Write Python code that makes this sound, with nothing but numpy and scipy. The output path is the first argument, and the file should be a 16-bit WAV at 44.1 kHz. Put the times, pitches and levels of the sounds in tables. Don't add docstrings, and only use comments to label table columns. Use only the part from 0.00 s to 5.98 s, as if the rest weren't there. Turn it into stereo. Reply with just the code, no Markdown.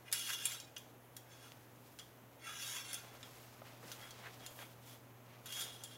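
import sys
import numpy as np
from scipy import signal
from scipy.fft import rfft, irfft, next_fast_len
from scipy.io import wavfile

SR = 44100
rng = np.random.default_rng(int(sys.argv[2]) if len(sys.argv) > 2 else 0)


def wrap_up_sound(samples):
    columns = np.atleast_2d(samples).T
    tamed = np.clip(columns, -1, 1)
    steps = np.round(tamed * 32767).astype(np.int16)
    wavfile.write(sys.argv[1], SR, steps)


N = 263532
TIME = np.arange(N) / SR

# frequency_hz, level_db
RING_COLOUR = [(300, -16), (700, -2), (1170, -5.5), (1550, -5), (2300, -6.5), (3050, -7), (3400, -0.5),
               (4200, -10.5), (5500, -5.5), (7300, -4), (8000, -7.5), (8750, -13), (9300, -3),
               (11000, -2.5), (13000, -4.5), (15600, -9)]


def slides():
    # time_s, scrape_db, relative_grind_db
    pulls = [
        [(.12, -44.5, -0.5), (.18, -43, -14), (.22, -47, -11), (.26, -44, -11), (.293, -43.5, -2.5),
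         (.335, -43.5, -10.5), (.37, -48.5, -7), (.42, -46.5, -9), (.46, -47.5, -5.5)],
        [(.45, -48, -7), (.525, -45.5, -8), (.6, -56.5, -8), (.7, -74, 1)],
        [(2.37, -78, -1), (2.43, -58, -0.5), (2.48, -51.5, 1.5), (2.53, -49.5, -1), (2.585, -50.5, -4),
         (2.62, -44.5, -8.5), (2.68, -45.5, -9), (2.77, -46, -5), (2.82, -53, -3.5), (2.95, -49.5, -8),
         (3.05, -66.5, -2), (3.2, -71.5, 4)],
        [(5.455, -51, -8), (5.48, -54.5, -5), (5.54, -46, -15), (5.585, -46, -4.5), (5.62, -41.5, -19),
         (5.67, -53, -6), (5.73, -53.5, -20), (5.8, -60.5, -9), (5.9, -60, -11)],
    ]
    out = np.zeros(N)
    for pull in pulls:
        times, db, grind_db = np.transpose(pull)
        t = np.arange(times[0], times[-1], 1 / SR)
        out += scrape(times[0], amp(np.interp(t, times, db)), np.interp(t, times, grind_db), contacts=12)
    return out


def nudges():
    # peak_s, rise_s, fall_s, scrape_db, relative_grind_db
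    shifts = [(.083, 0.026, 0.019, -58.5, 0.5), (.295, 0.0076, 0.012, -42.5, -0.5),
              (.33, .005, 0.017, -41.5, -6.5), (1.309, 0.021, 0.06, -62.5, -5),
              (1.451, 0.072, 0.064, -62, -5), (4.04, 0.043, 0.053, -57.5, 0), (4.439, .03, 0.032, -56, -5),
              (4.609, .04, 0.07, -62, -6), (4.895, .05, 0.048, -62, -11),
              (5.464, 0.0063, 0.0082, -45.5, -11), (5.918, .025, 0.039, -56, -7.5)]
    out = np.zeros(N)
    for peak_s, rise_s, fall_s, db, grind_db in shifts:
        t = np.arange(max(peak_s - 2 * rise_s, 0), peak_s + 2 * fall_s, 1 / SR)
        out += scrape(t[0], amp(db) * swell(t, peak_s, rise_s, fall_s), grind_db, contacts=4)
    return out


def scrape(start_s, level, grind_db, contacts):
    size, out = len(level), np.zeros(N)
    pressure = level * amp(drift(37, SR)[:size]) * signal.windows.tukey(size, 0.04)
    slips = friction(per_s=1000, spread_db=2, smooth=0.75, size=SR)[:size] * pressure
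    force_db = 20 * np.log10(level + 1e-9) + 49.5
    hiss_db = -5.5 + 0.3 * force_db
    place = np.linspace(0, contacts - 1, size)
    for contact in range(contacts):
        touch = np.cos(np.pi / 2 * np.minimum(abs(place - contact), 1))
        ring_db = 1 - 0.57 * np.average(force_db, weights=touch * level)
        body = metal(start_s, ring_db, rod_t60=0.038, tail_db=-15, tail_t60=0.17)
        for db, band in zip((grind_db, 0, hiss_db), bands(body, edges_hz=[2500, 8000])):
            add(out, start_s, signal.fftconvolve(slips * touch * amp(db), unit_energy(band)))
    return amp(-1.94) * out


def clinks():
    # start_s, strength_db, tilt_db_per_octave, narrowness_db_per_octave_squared, ring_db
    impacts = [(0.1156, -49, 2, 2.5, -12), (0.1258, -35.5, 5.5, -0.2, -10), (0.4539, -34, 6.5, 3, 7),
               (0.6, -48, 7.5, 8.5, -2), (0.7639, -43, -5.5, 9, -2.5), (0.7792, -57.5, 6.5, 1, 5),
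               (1.1656, -52, 4, 0, -3), (1.9879, -51, -0.5, 3.5, 1), (1.995, -49.5, -2, 5, -10),
               (2.9307, -48.5, 4, -2, 3), (2.9422, -43, 4, 2.5, 6), (3.2288, -50, -4.5, 5, 1),
               (3.916, -46, 1.5, 2, 1), (4.107, -51, 3, 7, 1), (4.4622, -46.5, 2.5, 3.5, -3),
               (5.458, -53.5, 3.5, -0.5, -2), (5.523, -46, 2.8, 3, -7), (5.6114, -54.5, 5, -2, 6),
               (5.6175, -49, 1.5, 0.5, 0), (5.836, -46.5, 6.5, 4.5, -5)]
    centres_hz = [1700, 3400, 6200, 11500]
    pivot_hz, crack_decay_s = 4560, 0.00023
    out, t = np.zeros(N), np.arange(SR // 40) / SR
    octaves = np.log2(np.array(centres_hz) / pivot_hz)
    for start_s, db, tilt, narrowness, ring_db in impacts:
        contact_s = 0.0013 * amp(-51 - db) ** 0.84
        blow = amp(-1.5) * unit_energy(noise_burst(t, contact_s))
        blow[0] += 1
        body = metal(start_s, ring_db, rod_t60=0.041, tail_db=-13, tail_t60=0.44)
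        ring = unit_energy(signal.fftconvolve(body, blow))
        crack = coloured(rng.standard_normal(len(t)), RING_COLOUR) * np.exp(-t / crack_decay_s)
        add(ring, 32 / SR, amp(-12.5) * unit_energy(crack))
        colour_db = tilt * octaves - narrowness * octaves ** 2
        for band_db, band in zip(colour_db, bands(ring, edges_hz=[2500, 4500, 8500])):
            add(out, start_s, amp(db + band_db) * band / np.std(band[:SR // 50]))
    return amp(-7.5) * out


def metal(start_s, ring_db, rod_t60, tail_db, tail_t60):
    # pitch_hz, t60_s, hook_0_db,
    # hook_1_db, hook_2_db, hook_3_db
    hook_modes = [(1370, 0.082, -17, -26, -16, -18), (1604, 0.022, -10.5, -18, -13.5, -22),
                  (2005, 0.058, -17, -34, -26.5, -28), (2160, 0.028, -28, -29, -20, -29),
                  (2463, 0.11, -17, -16, -20.5, -30), (2725, .05, -22, -28, -16, -26),
                  (2856, 0.062, -8.5, -14, -20, -16), (3245, 0.19, -12.5, -11, -13.5, -7),
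                  (3327, .1, -9.5, -15, -14.5, -8.5), (3420, 0.18, -12.5, -20, -12, -11.5),
                  (3580, 0.066, -25, -12, -27, -13), (3898, .04, -19, -10.5, -20.5, -15.5),
                  (4463, 0.078, -15.5, -14, -17.5, -19.5), (5094, .05, -15.5, -20, -23, -18),
                  (5420, 0.019, -16, -12, -15.5, -19), (5990, 0.069, -14.5, -19, -22.5, -16.5),
                  (6310, .07, -16, -22, -16, -23), (6880, 0.045, -23, -22, -17.5, -18),
                  (7480, 0.035, -36, -9.5, -30, -25), (9020, 0.12, -20, -15.5, -13, -13.5),
                  (9260, 0.022, -9, -14, -9.5, -20), (10170, 0.033, -19, -25, -13, -21),
                  (10460, 0.064, -25, -26, -13, -18), (12000, 0.025, -20, -29, -32, -19)]
    handovers = [.435, .7, .9, 1.7, 2.2, 3.1]
    hook_order = [0, 1, 0, 2, 3, 2, 3]
    split_hz, radiation_hz = 11, 1060
    t = np.arange(SR // 6) / SR
    hz, t60, *hook_db = np.transpose(hook_modes)[:, :, None]
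    hook = hook_order[np.searchsorted(handovers, start_s)]
    db = hook_db[hook] + 2 * rng.standard_normal(hz.shape)
    hz = hz * (1 + 0.0054 * rng.standard_normal(hz.shape))
    pairs = sum(np.sin(2 * np.pi * ((hz + side * split_hz) * t + rng.random(hz.shape)))
                for side in (-1, 1))
    modes = pairs * dying(t, t60)
    wire = (amp(db) * modes / np.linalg.norm(modes, axis=1, keepdims=True)).sum(0)
    rod_decay = dying(t, rod_t60) + amp(tail_db) * dying(t, tail_t60)
    dense_ring = coloured(rng.standard_normal(len(t)), RING_COLOUR) * rod_decay
    body = np.pad(unit_energy(dense_ring) + amp(ring_db) * wire, (32, 0))
    return shaped(body, lambda f: 1 / (1 + (radiation_hz / f) ** 4))


def cloth():
    # time_s, level_db
    stir = [(0, -68), (1.0, -71.5), (2.3, -71.5), (3.1, -60), (3.55, -64), (4.35, -59), (4.77, -66.5),
            (5.2, -73), (5.65, -58), (5.97, -69.5)]
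    # peak_s, rise_s, fall_s, level_db, focus_hz, falloff_db_per_octave
    sweeps = [(0.849, 0.2, 0.1, -71.5, 9000, 2), (1.45, 0.15, 0.24, -65, 12000, 2.5),
              (2.0, 0.3, 0.18, -69, 13000, 5), (3.36, 0.18, 0.22, -63, 13000, 4),
              (3.68, 0.041, 0.048, -60.5, 2520, 3), (3.89, 0.063, 0.26, -58, 12900, 2.5),
              (4.268, 0.032, 0.023, -52, 1740, 15), (4.29, 0.13, 0.036, -58, 2510, 5),
              (4.58, 0.08, 0.11, -59.5, 13100, 8.5), (4.605, 0.024, 0.056, -55.5, 1930, 5),
              (4.9, 0.069, 0.09, -60, 12500, 4), (5.348, 0.068, 0.041, -66, 2580, 7)]
    out = amp(curve(stir)) * fibres(focus_hz=810, falloff_db=-0.8, size=N)
    for peak_s, rise_s, fall_s, db, focus_hz, falloff_db in sweeps:
        t = np.arange(max(peak_s - 2 * rise_s, 0), peak_s + 2 * fall_s, 1 / SR)[:2 * SR]
        hiss = fibres(focus_hz, falloff_db, size=2 * SR)[:len(t)]
        add(out, t[0], amp(db) * swell(t, peak_s, rise_s, fall_s) * hiss)
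    return out * amp(1.1 * drift(21, N))


def fibres(focus_hz, falloff_db, size):
    # frequency_hz, level_db
    spectrum = [(100, -9), (300, -1.5), (700, 3), (1500, -3.5), (2500, -5.5), (4000, -9), (6500, -12),
                (8500, -17), (12500, -16.5), (15800, -19)]
    threads = coloured(friction(per_s=1400, spread_db=1, smooth=0.97, size=size), spectrum)
    threads = unit(shaped(threads, lambda f: amp(-falloff_db * abs(np.log2(f / focus_hz)))))
    return sum(band * amp(1.1 * drift(40, size)) for band in bands(threads, edges_hz=[3200, 9500]))


def dry_clicks():
    # start_s, peak_db, centre_hz, decay_s
    clicks = [(1.5200, -39.5, 2780, 0.00018), (3.6175, -42.5, 790, 0.0074), (3.828, -47, 590, 0.016),
              (3.84, -52, 193, 0.017), (4.273, -46, 1810, 0.00065), (4.59, -40.5, 1500, 0.0014)]
    out, t = np.zeros(N), np.arange(SR // 10) / SR
    for start_s, db, hz, decay_s in clicks:
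        push = noise_burst(t, decay_s)
        push[0] += 3
        band_pass = signal.iirpeak(hz, Q=0.9, fs=SR)
        click = signal.lfilter(*band_pass, signal.lfilter(*band_pass, push))
        add(out, start_s, amp(db) * click / abs(click).max())
    return out


def squeak():
    # time_s, pitch_hz, level_db
    glide = [(.98, 10130, -90), (1.02, 10330, -78), (1.075, 10450, -81), (1.11, 10260, -85),
             (1.16, 10220, -76)]
    times, hz, db = np.transpose(glide)
    pitch_hz = np.interp(TIME, times, hz) + 18 * drift(70, N)
    sounding = (TIME > times[0]) & (TIME < times[-1])
    return amp(np.interp(TIME, times, db)) * sounding * tone(pitch_hz)


def room_tone():
    # pitch_hz, level_db, wander_hz
    partials = [(120, -65, 0.27), (249.8, -76.5, 4.06)]
    # time_s, gain_db
    growth = [(0, -1), (2.5, -1.5), (3.7, 1.5), (5.9, 2.5)]
    # frequency_hz, level_db
    air_spectrum = [(12, -26), (20, -32), (49, -17.5), (123, -4.5), (172, -10.5), (247, -6), (408, -8.5),
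                    (539, -8), (1050, -13.5), (3400, -25), (4760, -40), (6290, -28), (8550, -34),
                    (12600, -24.5), (15800, -26.5)]
    hum = sum(amp(db) * tone(hz + wander_hz * drift(6, N)) for hz, db, wander_hz in partials)
    air = unit(coloured(rng.standard_normal(N), air_spectrum))
    return hum * amp(curve(growth)) + amp(-62) * air


def friction(per_s, spread_db, smooth, size):
    strengths = amp(spread_db * np.minimum(rng.exponential(1, size), 4))
    slips = strengths * np.sign(rng.standard_normal(size)) * (rng.random(size) < per_s / SR)
    return unit(unit(slips) + smooth * rng.standard_normal(size))


def noise_burst(t, decay_s):
    return rng.standard_normal(len(t)) * np.exp(-t / decay_s)


def tone(pitch_hz):
    return unit(np.sin(2 * np.pi * np.cumsum(pitch_hz) / SR))


def drift(rate_hz, size):
    return unit(shaped(rng.standard_normal(size), lambda f: 1 / (1 + (f / rate_hz) ** 4)))


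def swell(t, peak_s, rise_s, fall_s):
    return np.exp(-((t - peak_s) / np.where(t < peak_s, rise_s, fall_s)) ** 2)


def dying(t, t60):
    return np.exp(-np.log(1000) * t / t60)


def curve(points):
    return np.interp(TIME, *np.transpose(points))


def shaped(x, gain):
    size = next_fast_len(len(x) + 512)
    return irfft(rfft(x, size) * gain(np.fft.rfftfreq(size, 1 / SR) + 1), size)[:len(x)]


def coloured(x, points):
    hz, db = np.transpose(points)
    return shaped(x, lambda f: amp(np.interp(np.log(f), np.log(np.maximum(hz, 1)), db)))


def bands(x, edges_hz):
    below = [shaped(x, lambda f: 1 / (1 + (f / edge) ** 14)) for edge in edges_hz]
    return np.diff([0 * x] + below + [x], axis=0)


def amp(db):
    return 10 ** (np.asarray(db) / 20)


def unit(x):
    return x / np.sqrt(np.mean(x ** 2) + 1e-30)


def unit_energy(x):
    return x / np.linalg.norm(x)


def add(mix, start_s, sound):
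    part = mix[max(round(start_s * SR), 0):][:len(sound)]
    part += sound[:len(part)]


def scene():
    # frequency_hz, left_minus_right_db
    balance = [(2400, 0), (3300, -4), (4400, -5.5), (5600, -9), (6900, -6), (7900, -0.5), (8900, 0),
               (9700, 3), (11200, 3), (12000, -1)]
    # frequency_hz, gain_db
    width_spectrum = [(100, -49.5), (1200, -48), (3000, -51), (5500, -4.5), (8000, -23), (12000, -20),
                      (15000, -43)]
    sound = slides() + nudges() + clinks() + squeak() + cloth() + dry_clicks() + room_tone()
    left = coloured(sound, [(hz, 20 * np.log10(2 / (1 + amp(-db)))) for hz, db in balance])
    right = coloured(sound, [(hz, 20 * np.log10(2 / (1 + amp(db)))) for hz, db in balance])
    t = np.arange(SR // 6) / SR
    diffuser = unit_energy(rng.standard_normal(len(t)) * dying(t, t60=0.06))
    width = coloured(signal.fftconvolve(sound, diffuser)[:N], width_spectrum)
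    return np.array([left + width, right - width])


def record(dry):
    low_pass = signal.firwin(601, cutoff=15850, window=("kaiser", 8), fs=SR)
    return signal.oaconvolve(dry, low_pass[None], "same")


dry = scene()
out = record(dry)
wrap_up_sound(out)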